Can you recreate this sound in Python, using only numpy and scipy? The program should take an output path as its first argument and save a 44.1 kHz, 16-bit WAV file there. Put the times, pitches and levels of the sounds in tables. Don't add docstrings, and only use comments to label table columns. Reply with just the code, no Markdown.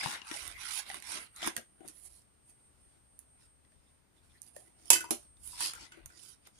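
import sys
import numpy as np
from scipy import signal
from scipy.fft import rfft, irfft, next_fast_len
from scipy.io import wavfile
from scipy.ndimage import uniform_filter1d, map_coordinates

SR = 44100
rng = np.random.default_rng(int(sys.argv[2]) if len(sys.argv) > 2 else 0)


def to_wav(s):
    ch = np.atleast_2d(s).T
    pcm = np.round(np.clip(ch, -1, 1) * 32767)
    wavfile.write(sys.argv[1], SR, pcm.astype(np.int16))


N = 290795

# start and length in seconds, base growth in dB, base decay in
# dB per second, levels of hiss, scrape, bending and flap in dB, left-right bias in dB.
STROKES = [(0, 0.027, -1.5, 300, -54, -54, -45.5, -62.5, 3),
           (0.041, 0.089, -1, 213, -48, -46, -42.5, -57.5, 2.5),
           (0.288, 0.062, 1.5, 250, -53.5, -51.5, -49.5, -73, -0.5),
           (0.366, 0.15, -8, 282, -48.5, -49.5, -51, -64, -11.5),
           (0.615, .18, 9, 450, -51.5, -52.5, -49.5, -71, -10.5),
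           (0.871, 0.096, 5, 304, -59.5, -65, -55.5, -66.5, -7.5),
           (1.043, .03, 6.5, 200, -63, -60, -58, -90, -10),
           (1.1, 0.063, -0.5, 352, -48, -47.5, -48.5, -61.5, -7),
           (1.193, 0.071, -4, 600, -56.5, -62.5, -57.5, -64.5, -6),
           (1.374, 0.0063, -2, 250, -55, -67, -61.5, -82, 4),
           (1.438, 0.041, 1.5, 492, -50, -44.5, -43, -47.5, -3),
           (1.583, 0.011, -9, 702.5, -57, -52.5, -59, -54.5, 2),
           (1.809, 0.058, -1, 300, -90, -92, -74.5, -63, 1),
           (1.888, 0.0087, 1.5, 450, -57, -64.5, -66, -79.5, 0),
           (1.95, 0.11, 3.5, 300, -61.5, -75, -81, -84, -6),
           (2.054, 0.024, -0.5, 800, -53.5, -66, -74, -70.5, -2),
           (2.104, 0.09, -1, 250, -64.5, -73.5, -83, -83, 2), (2.49, .006, 1, 300, -65, -78, -80, -76, 0),
           (2.556, 0.41, 1.5, 150, -83.5, -90, -85.5, -85, 0),
           (3.133, 0.093, 9, 250, -90, -98, -89, -82, 11), (3.393, 0.061, 8, 500, -80, -83.5, -79, -84, 2),
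           (3.72, 0.27, -3, 300, -91, -87.5, -87, -87, 2), (4.17, 0.011, -3, 500, -75.5, -80, -83, -77, -4),
           (4.24, 0.14, 2, 400, -78.5, -85, -81, -81.5, 2), (4.442, 0.033, 1, 220, -63, -75, -77, -84, -11),
           (4.57, 0.12, -10.5, 151, -60, -69.5, -76, -70, -1),
           (4.758, 0.14, 20, 249.5, -82.5, -82.5, -81.5, -77.5, -3),
           (5.196, 0.047, -2.5, 250, -67, -76.5, -80.5, -79.5, 3),
           (5.447, 0.085, -2, 150, -49.5, -63, -71.5, -79.5, 3.5),
           (5.513, 0.084, -1, 250, -63.5, -56, -69, -80, 11),
           (5.607, 0.062, 3, 243, -42.5, -42.5, -47.5, -66, 3),
           (5.76, 0.091, 2.5, 350, -69, -60, -61.5, -71.5, 7),
           (5.937, 0.057, -8.5, 198, -88, -75, -61.5, -66, -1),
           (6.094, 0.14, 16, 249, -78.5, -76, -78, -79, -10),
           (6.244, 0.091, -5.5, 400.5, -57.5, -61.5, -72, -79, -7),
           (6.46, .012, 0.5, 500, -77, -69, -69.5, -71, 2.5),
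           (6.547, .04, 3.5, 250, -79, -74.5, -80, -84.5, 5)]
# frequency in Hz, relative level in dB.
HISS = [(4410, -32.5), (7500, -11), (8210, -4.5), (9770, 7), (11600, -7.5), (12600, -13.5), (13400, -14.5),
        (14800, -14), (15400, -23)]
SCRAPE = [(1880, -42), (3200, -5.5), (3590, -9), (4840, 2.5), (5430, 1.5), (6650, -4), (8600, -9.5),
          (11200, -26.5), (18900, -120)]
BENDING = [(410, -37), (700, -15), (795, -2), (1240, -2.5), (1490, 1), (1700, -6.5), (2050, 1), (3490, -8),
           (3800, -8), (4940, -15.5), (8360, -120)]
FLAP = [(76, -32), (130, -10.5), (278, -0.5), (325, 5.5), (427, -5), (753, -3), (900, -14.5), (1170, -25.5),
        (1980, -120)]
RISE_DB_PER_S = [420, 464, 370, 484]
GROWTH_FACTORS = [1.2, 1.07, 0.43, 0.27]
DECAY_FACTORS = [1.45, 1.19, 0.84, .9]
PORT_BIAS_DB = [-24, -4, 2, 9]
# frequency in Hz, time to decay by 60 dB (t60) in seconds.
ROOM_T60 = [(200, 0.13), (1000, 0.19), (3000, 0.2), (8000, 0.17), (15000, 0.14)]
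# frequency in Hz, relative level in dB.
AIR = [(53, -28), (90, -3.5), (242, -6.5), (461, -12.5), (709, -15), (1510, -18), (1790, -20), (1910, -20),
       (6640, -28.5), (8060, -29), (8790, -23.5), (10000, -28.5), (15400, -33.5)]
RUMBLE = [(12, -43), (20, -10.5), (70, 5), (83, 0.5), (97, -10), (125, -3.5), (150, -16.5), (200, -38.5),
          (330, -120)]
# frequency in Hz, shared fraction of the power.
SHARED_POWER = [(30, 0.31), (70, 0.62), (200, 0.2), (500, 0.25), (2000, 0.086)]
# centre and half width in seconds, level in dB.
SWELLS = [(.5, 0.097, -60), (1.13, 0.088, -74), (2.12, 0.041, -76), (3.78, 0.028, -71), (4.32, 0.043, -73),
          (5.01, 0.09, -67.5), (5.5, 0.12, -63), (5.791, 0.063, -66.5), (6.05, .04, -57)]
# frequency in Hz, left minus right in dB.
BACKGROUND_BALANCE = [(100, 6), (1000, 5), (2700, 3), (6000, -2.5), (8500, -10), (9500, -22), (15000, -5)]
NEAR_BALANCE = [(60, 5.5), (140, 6.5), (330, 12.5), (500, 12), (770, 8), (1170, 6), (1790, 3), (4180, -1.5),
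                (6390, -5), (8000, -6), (9000, -21), (10000, -27), (11500, -30.5), (14900, -32.5)]
# time in seconds, level in dB.
LOWER_WHINE = [(0, -84), (1.7, -73), (2.2, -77.5), (2.5, -71.5), (3.3, -74), (4.3, -80.5), (4.6, -76),
               (5.3, -69.5), (6, -80), (6.59, -78)]
UPPER_WHINE = [(0, -92), (1.7, -78.5), (2.5, -88), (3.4, -82), (3.7, -89), (4.2, -93), (4.6, -72.5),
               (5.3, -84), (6, -74.5), (6.3, -86.5)]
# start in seconds, level in dB, note in Hz, its relative
# level in dB, thump in Hz, its relative level in dB, left-right bias in dB.
SNAPS = [(0.0326, -30, 1660, 0, 790, -17, -0.5), (0.0586, -33, 920, 2, 157, -5.5, 7),
         (0.216, -61.5, 2820, 20, 314, -2, 10), (0.3125, -38, 1890, 1.5, 319, -6, 14),
         (.3407, -34, 2940, -6, 805, -17, 12), (0.4778, -33.5, 2040, -16, 145, -35, -11.5),
         (.8934, -40, 2000, -7.5, 800, -12.5, -8.5), (.9004, -41, 2000, 7, 787, -0.5, -2),
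         (.9134, -47.5, 1970, 9, 760, -8, 3), (.9435, -34.5, 1070, -2, 784, -24, -7),
         (0.955, -39, 2990, -3, 361, -13, -3), (1.001, -43, 4650, -10, 151, -29, -7),
         (1.0238, -40.5, 2090, -3, 145, -38, -10), (1.3624, -34, 3960, -20, 258, -37, 6),
         (1.4274, -42.5, 3140, 7.5, 715, 0.5, 9), (1.464, -31.5, 1120, -4, 268, -7, -11),
         (1.474, -22.5, 1063, -1.5, 338, -8.5, -3), (1.5653, -20.5, 1860, -7.5, 710, -31, -4),
         (1.5767, -29.5, 1620, -6.5, 230, -17, 6), (1.8055, -56.5, 2250, -6, 335, 1.5, 14.5),
         (1.829, -62, 2300, -11, 327, 6, 8), (1.849, -58, 910, -3, 350, 6.5, 9.5),
         (1.859, -47.5, 950, -12, 234, -10.5, 9.5), (1.878, -34, 4600, -17.5, 460, -34, -4),
         (1.8844, -33, 1860, -20, 363, -43, 1), (3.1906, -37.5, 1750, -28, 183, -34, -11),
         (3.6484, -68.5, 1980, 7, 145, -12, 8), (3.7194, -63.5, 1800, -5.5, 627, -13, 8),
         (4.4181, -34.5, 5550, -40, 145, -50, -11), (4.4294, -42, 5400, -27, 277, -38, -1),
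         (4.4648, -50.5, 4710, -9, 754, -23, -9), (4.564, -37, 1820, -10, 577, -5, -3),
         (4.857, -44, 5440, -14.5, 307, -21, -3.5), (5.2492, -60, 1185, -11.5, 152.8, -15, 5),
         (5.3686, -62.5, 3620, 3.5, 172, -14, 1.5), (5.606, -24.5, 970, -9, 721, -50, -7),
         (5.735, -28.5, 1320, -12, 479, -34.5, 3), (5.752, -34.5, 1300, -19, 501, -31, 8),
         (5.921, -57, 2970, 9, 350, -20, -3), (6.0592, -33.5, 1400, -15.5, 144, -37, -3),
         (6.1933, -47.5, 2990, -3, 285, -21, -3), (6.2878, -41, 5020, -26, 144, -24.5, -4.5),
         (6.4726, -45, 1205, -10.5, 313, -32, -2)]
# frequency in Hz, relative level in dB.
TICK = [(2650, -48), (4500, -14.5), (5730, -15), (6450, -5), (7840, -12.5), (8640, 0.5), (9880, 2),
        (15400, -21)]
# start and length in seconds, resonance in Hz, level in dB.
RUBS = [(.53, 0.066, 2090, -54.5), (.86, 0.037, 4900, -62.5), (1.35, 0.069, 4000, -60.5),
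        (3.86, 0.047, 3600, -81), (4.155, 0.047, 3540, -78), (4.29, .04, 3560, -76.5),
        (4.33, 0.058, 1900, -73.5), (4.37, 0.026, 4300, -75.5), (4.46, 0.032, 4940, -75),
        (4.47, .04, 6100, -82), (5.62, 0.045, 4870, -41.5), (5.73, 0.072, 1450, -57)]
# start in seconds, level in dB, crack t60 in
# seconds, relative barrel level in dB, knock in Hz, relative levels of knock and table in dB.
PEN_IMPACTS = [(4.9031, -1, .02, -14, 1005, -26.5, -31), (4.931, -9, 0.018, -9, 3040, -11, -27.5),
               (4.955, -22, 0.023, -3, 1524, -8, -15.5), (5.0064, -34, 0.039, -6.5, 1484, 4, -12),
               (5.0407, -43, 0.023, 5.5, 966, 9.5, -4), (5.088, -52.5, 0.018, 1, 1040, 7.5, 0),
               (5.1074, -16, 0.039, -26, 780, -12, -11), (5.53, -60, .02, -6, 983, 13.5, -10.5),
               (5.9188, -50.5, 0.011, 2.5, 1490, 5, -13.5), (5.97, -63, 0.018, -10, 345, 11, 8),
               (6.1, -63, 0.011, 7, 1480, 16.5, -6)]
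# frequency in Hz, relative level in dB.
CRACK = [(350, -35.5), (600, -15), (1030, -15), (1830, -14.5), (2600, -11.5), (3850, -11), (4470, -8),
         (7690, -4.5), (8580, -6.5), (10100, 3.5), (15400, -22)]
# frequency in Hz, relative level in dB, t60 in seconds.
BARREL_MODES = [(2036, -9, 0.1), (2615, -4.5, 0.082), (3050, -10, .1), (4540, -8.5, 0.041),
                (4930, -8, 0.082), (5997, -5.5, 0.11), (7000, -9, 0.07), (7520, -2, 0.065),
                (8640, -13.5, 0.065), (10600, -10, 0.078), (10177, -15.5, 0.1), (10200, -10, 0.092)]
TABLE_MODES = [(244, -10.5, 0.12), (343.5, 0.5, 0.11), (388.6, -4.5, 0.076), (593, -10.5, 0.1),
               (690, -6.5, 0.065)]


def amp(db):
    return 10 ** (np.asarray(db) / 20)


def unit(x):
    return x / np.sqrt(np.mean(x ** 2) + 1e-20)


def along(points, hz):
    freqs, values = np.transpose(points)
    return np.interp(np.log(hz + 1), np.log(freqs + 1), values)


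def wobble(rate):
    knots = rng.standard_normal(int(N * rate / SR) + 4)
    return map_coordinates(knots, [np.arange(N) * rate / SR])


def filtered(x, gain):
    m = 2 * next_fast_len(x.shape[-1] // 2 + 4096)
    cepstrum = irfft(np.log(np.maximum(gain(np.fft.rfftfreq(m, 1 / SR)), 1e-6)), m)
    cepstrum[..., 1:m // 2] *= 2
    cepstrum[..., m // 2 + 1:] = 0
    return irfft(rfft(x, m) * np.exp(rfft(cepstrum)), m)[..., :x.shape[-1]]


def coloured(x, spectrum):
    return filtered(x, lambda hz: amp(along(spectrum, hz)))


def shaped(noise, gain):
    m = next_fast_len(N)
    return irfft(rfft(noise, m) * gain(np.fft.rfftfreq(m, 1 / SR)), m)[..., :N]


def sides(db):
    ratio = amp(db) ** 2
    return 2 * np.sqrt(np.array([ratio, np.ones_like(ratio)]) / (1 + ratio))


def pair(source, shared):
    common, left, right = source(), source(), source()
    return np.sqrt(shared) * common + np.sqrt(1 - shared) * np.array([left, right])


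def ring(modes, t, scatter_db):
    return sum(amp(db + rng.normal(0, scatter_db) - 60 * t / t60) * np.sin(2 * np.pi * hz * t)
               for hz, db, t60 in modes)


def burst(t, t60, spectrum, shared):
    noise = pair(lambda: rng.standard_normal(len(t)), shared)
    x = coloured(amp(-60 * t / t60) * noise, spectrum)
    return x / np.abs(x).max()


def stroke_envelopes():
    t = np.arange(0, N / SR + .002, .001)
    start, length, growth_db, decay, *levels_db, pan_db = np.transpose(STROKES)[..., None]
    before, after = np.maximum(start - t, 0), np.maximum(t - start - length, 0)
    progress = np.clip((t - start) / length, 0, 1)
    powers = [amp(db + grow * growth_db * progress - rise * before - fall * decay * after) ** 2
              for db, grow, rise, fall in zip(levels_db, GROWTH_FACTORS, RISE_DB_PER_S, DECAY_FACTORS)]
    hand_db = (pan_db * sum(powers)).sum(0) / sum(powers).sum(0)
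    per_sample = lambda curve: np.interp(np.arange(N) / SR, t, curve)
    return [per_sample(np.sqrt(power.sum(0))) for power in powers], per_sample(hand_db)


def sheets():
    gains, hand_db = stroke_envelopes()
    clumps = amp(0.99 * wobble(40) + 1.8 * wobble(300))
    catches = amp(rng.uniform(-5.5, 11, N)) * (rng.random(N) < .04)
    slips = pair(lambda: (1 + 0.49 * catches) * rng.standard_normal(N), shared=0.18) * clumps
    spectra = signal.stft(slips, SR, nperseg=512)[2]
    patches = uniform_filter1d(rng.standard_normal(spectra.shape[1:]), size=3, axis=0)
    patches = uniform_filter1d(patches, size=9, axis=1)
    slips = signal.istft(spectra * amp(3.72 * unit(patches)), SR, nperseg=512)[1][:, :N]
    place = lambda bias: sides(bias + 0.86 * hand_db) / sides(bias)[:, None]
    parts = zip(gains, (HISS, SCRAPE, BENDING, FLAP), PORT_BIAS_DB)
    return sum(gain * unit(coloured(slips, spectrum)) * place(bias) for gain, spectrum, bias in parts)


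def reverberation(x):
    out = np.zeros((2, N + SR))
    step, delay_samples = round(.3 * SR), 130
    for start in range(0, N, step):
        hz, t, spectra = signal.stft(rng.standard_normal((2, SR // 3)), SR, nperseg=256)
        decay = amp(-60 * t / along(ROOM_T60, hz)[:, None])
        tail = signal.istft(spectra * decay, SR, nperseg=256)[1]
        wet = signal.fftconvolve(x[:, start:start + step], tail / np.linalg.norm(tail[0]), axes=1)
        out[:, start + delay_samples:][:, :wet.shape[1]] += wet
    return out[:, :N]


def diffuse_noise(spectrum):
    def gains(hz):
        shared = np.clip(along(SHARED_POWER, hz), .01, .99)
        return amp(along(spectrum, hz)) * np.sqrt([shared, 1 - shared, 1 - shared])
    common, left, right = shaped(rng.standard_normal((3, N)), gains)
    return unit(common + np.array([left, right]))


def background():
    t = np.arange(N) / SR
    air = diffuse_noise(AIR) * amp(-74 + 0.36 * wobble(11))
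    swells = sum(amp(db) * np.exp(-((t - centre) / width) ** 2) for centre, width, db in SWELLS)
    rumble = diffuse_noise(RUMBLE) * (amp(-72 + 1.2 * wobble(5)) + swells) * amp(0.71 * wobble(8))
    return shaped(air + 0.66 * rumble, lambda hz: sides(along(BACKGROUND_BALANCE, hz)))


def whine(contour, hz, drift_hz, waver_db, pan_db):
    phase = 2 * np.pi * np.cumsum(hz + drift_hz * wobble(5.5)) / SR
    level_db = np.interp(np.arange(N) / SR, *np.transpose(contour)) + waver_db * wobble(12)
    return np.sqrt(2) * amp(level_db) * np.sin(phase) * sides(pan_db)[:, None]


def snaps(note_t60=0.015):
    out, t = np.zeros((2, N + SR)), np.arange(SR // 10) / SR
    for start, db, hz, note_db, thump_hz, thump_db, pan_db in SNAPS:
        band = [(0.34 * hz, -25), (hz, 0), (3.2 * hz, -11), (5 * hz, -28)]
        blur = burst(t, note_t60, band, shared=0.25)
        tone = ring([(hz, 0, 1.9 * note_t60)], t, scatter_db=1)
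        note = amp(note_db) * (1.08 * blur + .5 * tone)
        binder = ring([(thump_hz, 0, .05), (1.9 * thump_hz, -14, .025)], t, scatter_db=1)
        thump = amp(thump_db + 0.5) * (1 - np.exp(-t * thump_hz * 3.4)) * binder
        tick = burst(t, 0.0095, TICK, shared=0.17)
        gains = amp(db + np.outer([.45, -.45], pan_db + 2.5))
        out[:, round(start * SR):][:, :len(t)] += gains * (tick + note + thump)
    return out[:, :N]


def rubs():
    out = np.zeros((2, N + SR))
    for start, length, hz, db in RUBS:
        n = round(length * SR)
        friction = pair(lambda: rng.standard_normal(n), shared=0.41)
        resonance = [(0.72 * hz, -30), (.93 * hz, -5), (hz, 0), (1.07 * hz, -5), (1.4 * hz, -30)]
        rub = unit(coloured(friction, resonance)) * np.sqrt(np.hanning(n))
        out[:, round(start * SR):][:, :n] += amp(db) * rub
    return out[:, :N]


def pen_drop():
    out, t = np.zeros((2, N + SR)), np.arange(SR // 4) / SR
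    rise = 1 - np.exp(-t / 0.0019)
    for start, db, crack_t60, barrel_db, knock_hz, knock_db, table_db in PEN_IMPACTS:
        rattle = unit(uniform_filter1d(rng.standard_normal((2, len(t))), size=200, axis=1))
        barrel = amp(barrel_db - 9) * ring(BARREL_MODES, t, scatter_db=1.5) * (.7 + 0.51 * rattle)
        cavity = ring([(knock_hz, 0, .028)], t, scatter_db=0.5)
        band = [(.4 * knock_hz, -25), (knock_hz, 0), (3.1 * knock_hz, -20)]
        knock = amp(knock_db) * (cavity + 0.63 * burst(t, .03, band, shared=0.22))
        table = amp(table_db - 4) * ring(TABLE_MODES, t, scatter_db=0.5)
        crack = burst(t, crack_t60, CRACK, shared=0.21)
        out[:, round(start * SR):][:, :len(t)] += amp(db) * (crack + rise * (barrel + knock + table))
    return out[:, :N]


def scene():
    paper, clicks, pen = sheets() + rubs(), snaps(), pen_drop()
    reflections = reverberation(amp(-13) * paper + amp(-9) * clicks + amp(-2.5) * pen)
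    near = filtered(paper + clicks + pen + reflections, lambda hz: sides(along(NEAR_BALANCE, hz)))
    quiet = background()
    quiet += whine(LOWER_WHINE, hz=8575, drift_hz=0.94, waver_db=2.3, pan_db=-0.5)
    quiet += whine(UPPER_WHINE, hz=9515, drift_hz=12, waver_db=4.5, pan_db=-34.5)
    return near + quiet


def record(dry):
    lag_samples, top_hz = 45, 15525
    delayed = np.array([np.pad(dry[0], (lag_samples, 0))[:N], dry[1]])
    clipped = delayed / (1 + np.abs(delayed) ** 8) ** (1 / 8)
    m = next_fast_len(N + SR // 4)
    passband = np.fft.rfftfreq(m, 1 / SR) < top_hz
    return irfft(rfft(clipped, m) * passband, m)[:, :N]


dry = scene()
out = record(dry)
to_wav(out)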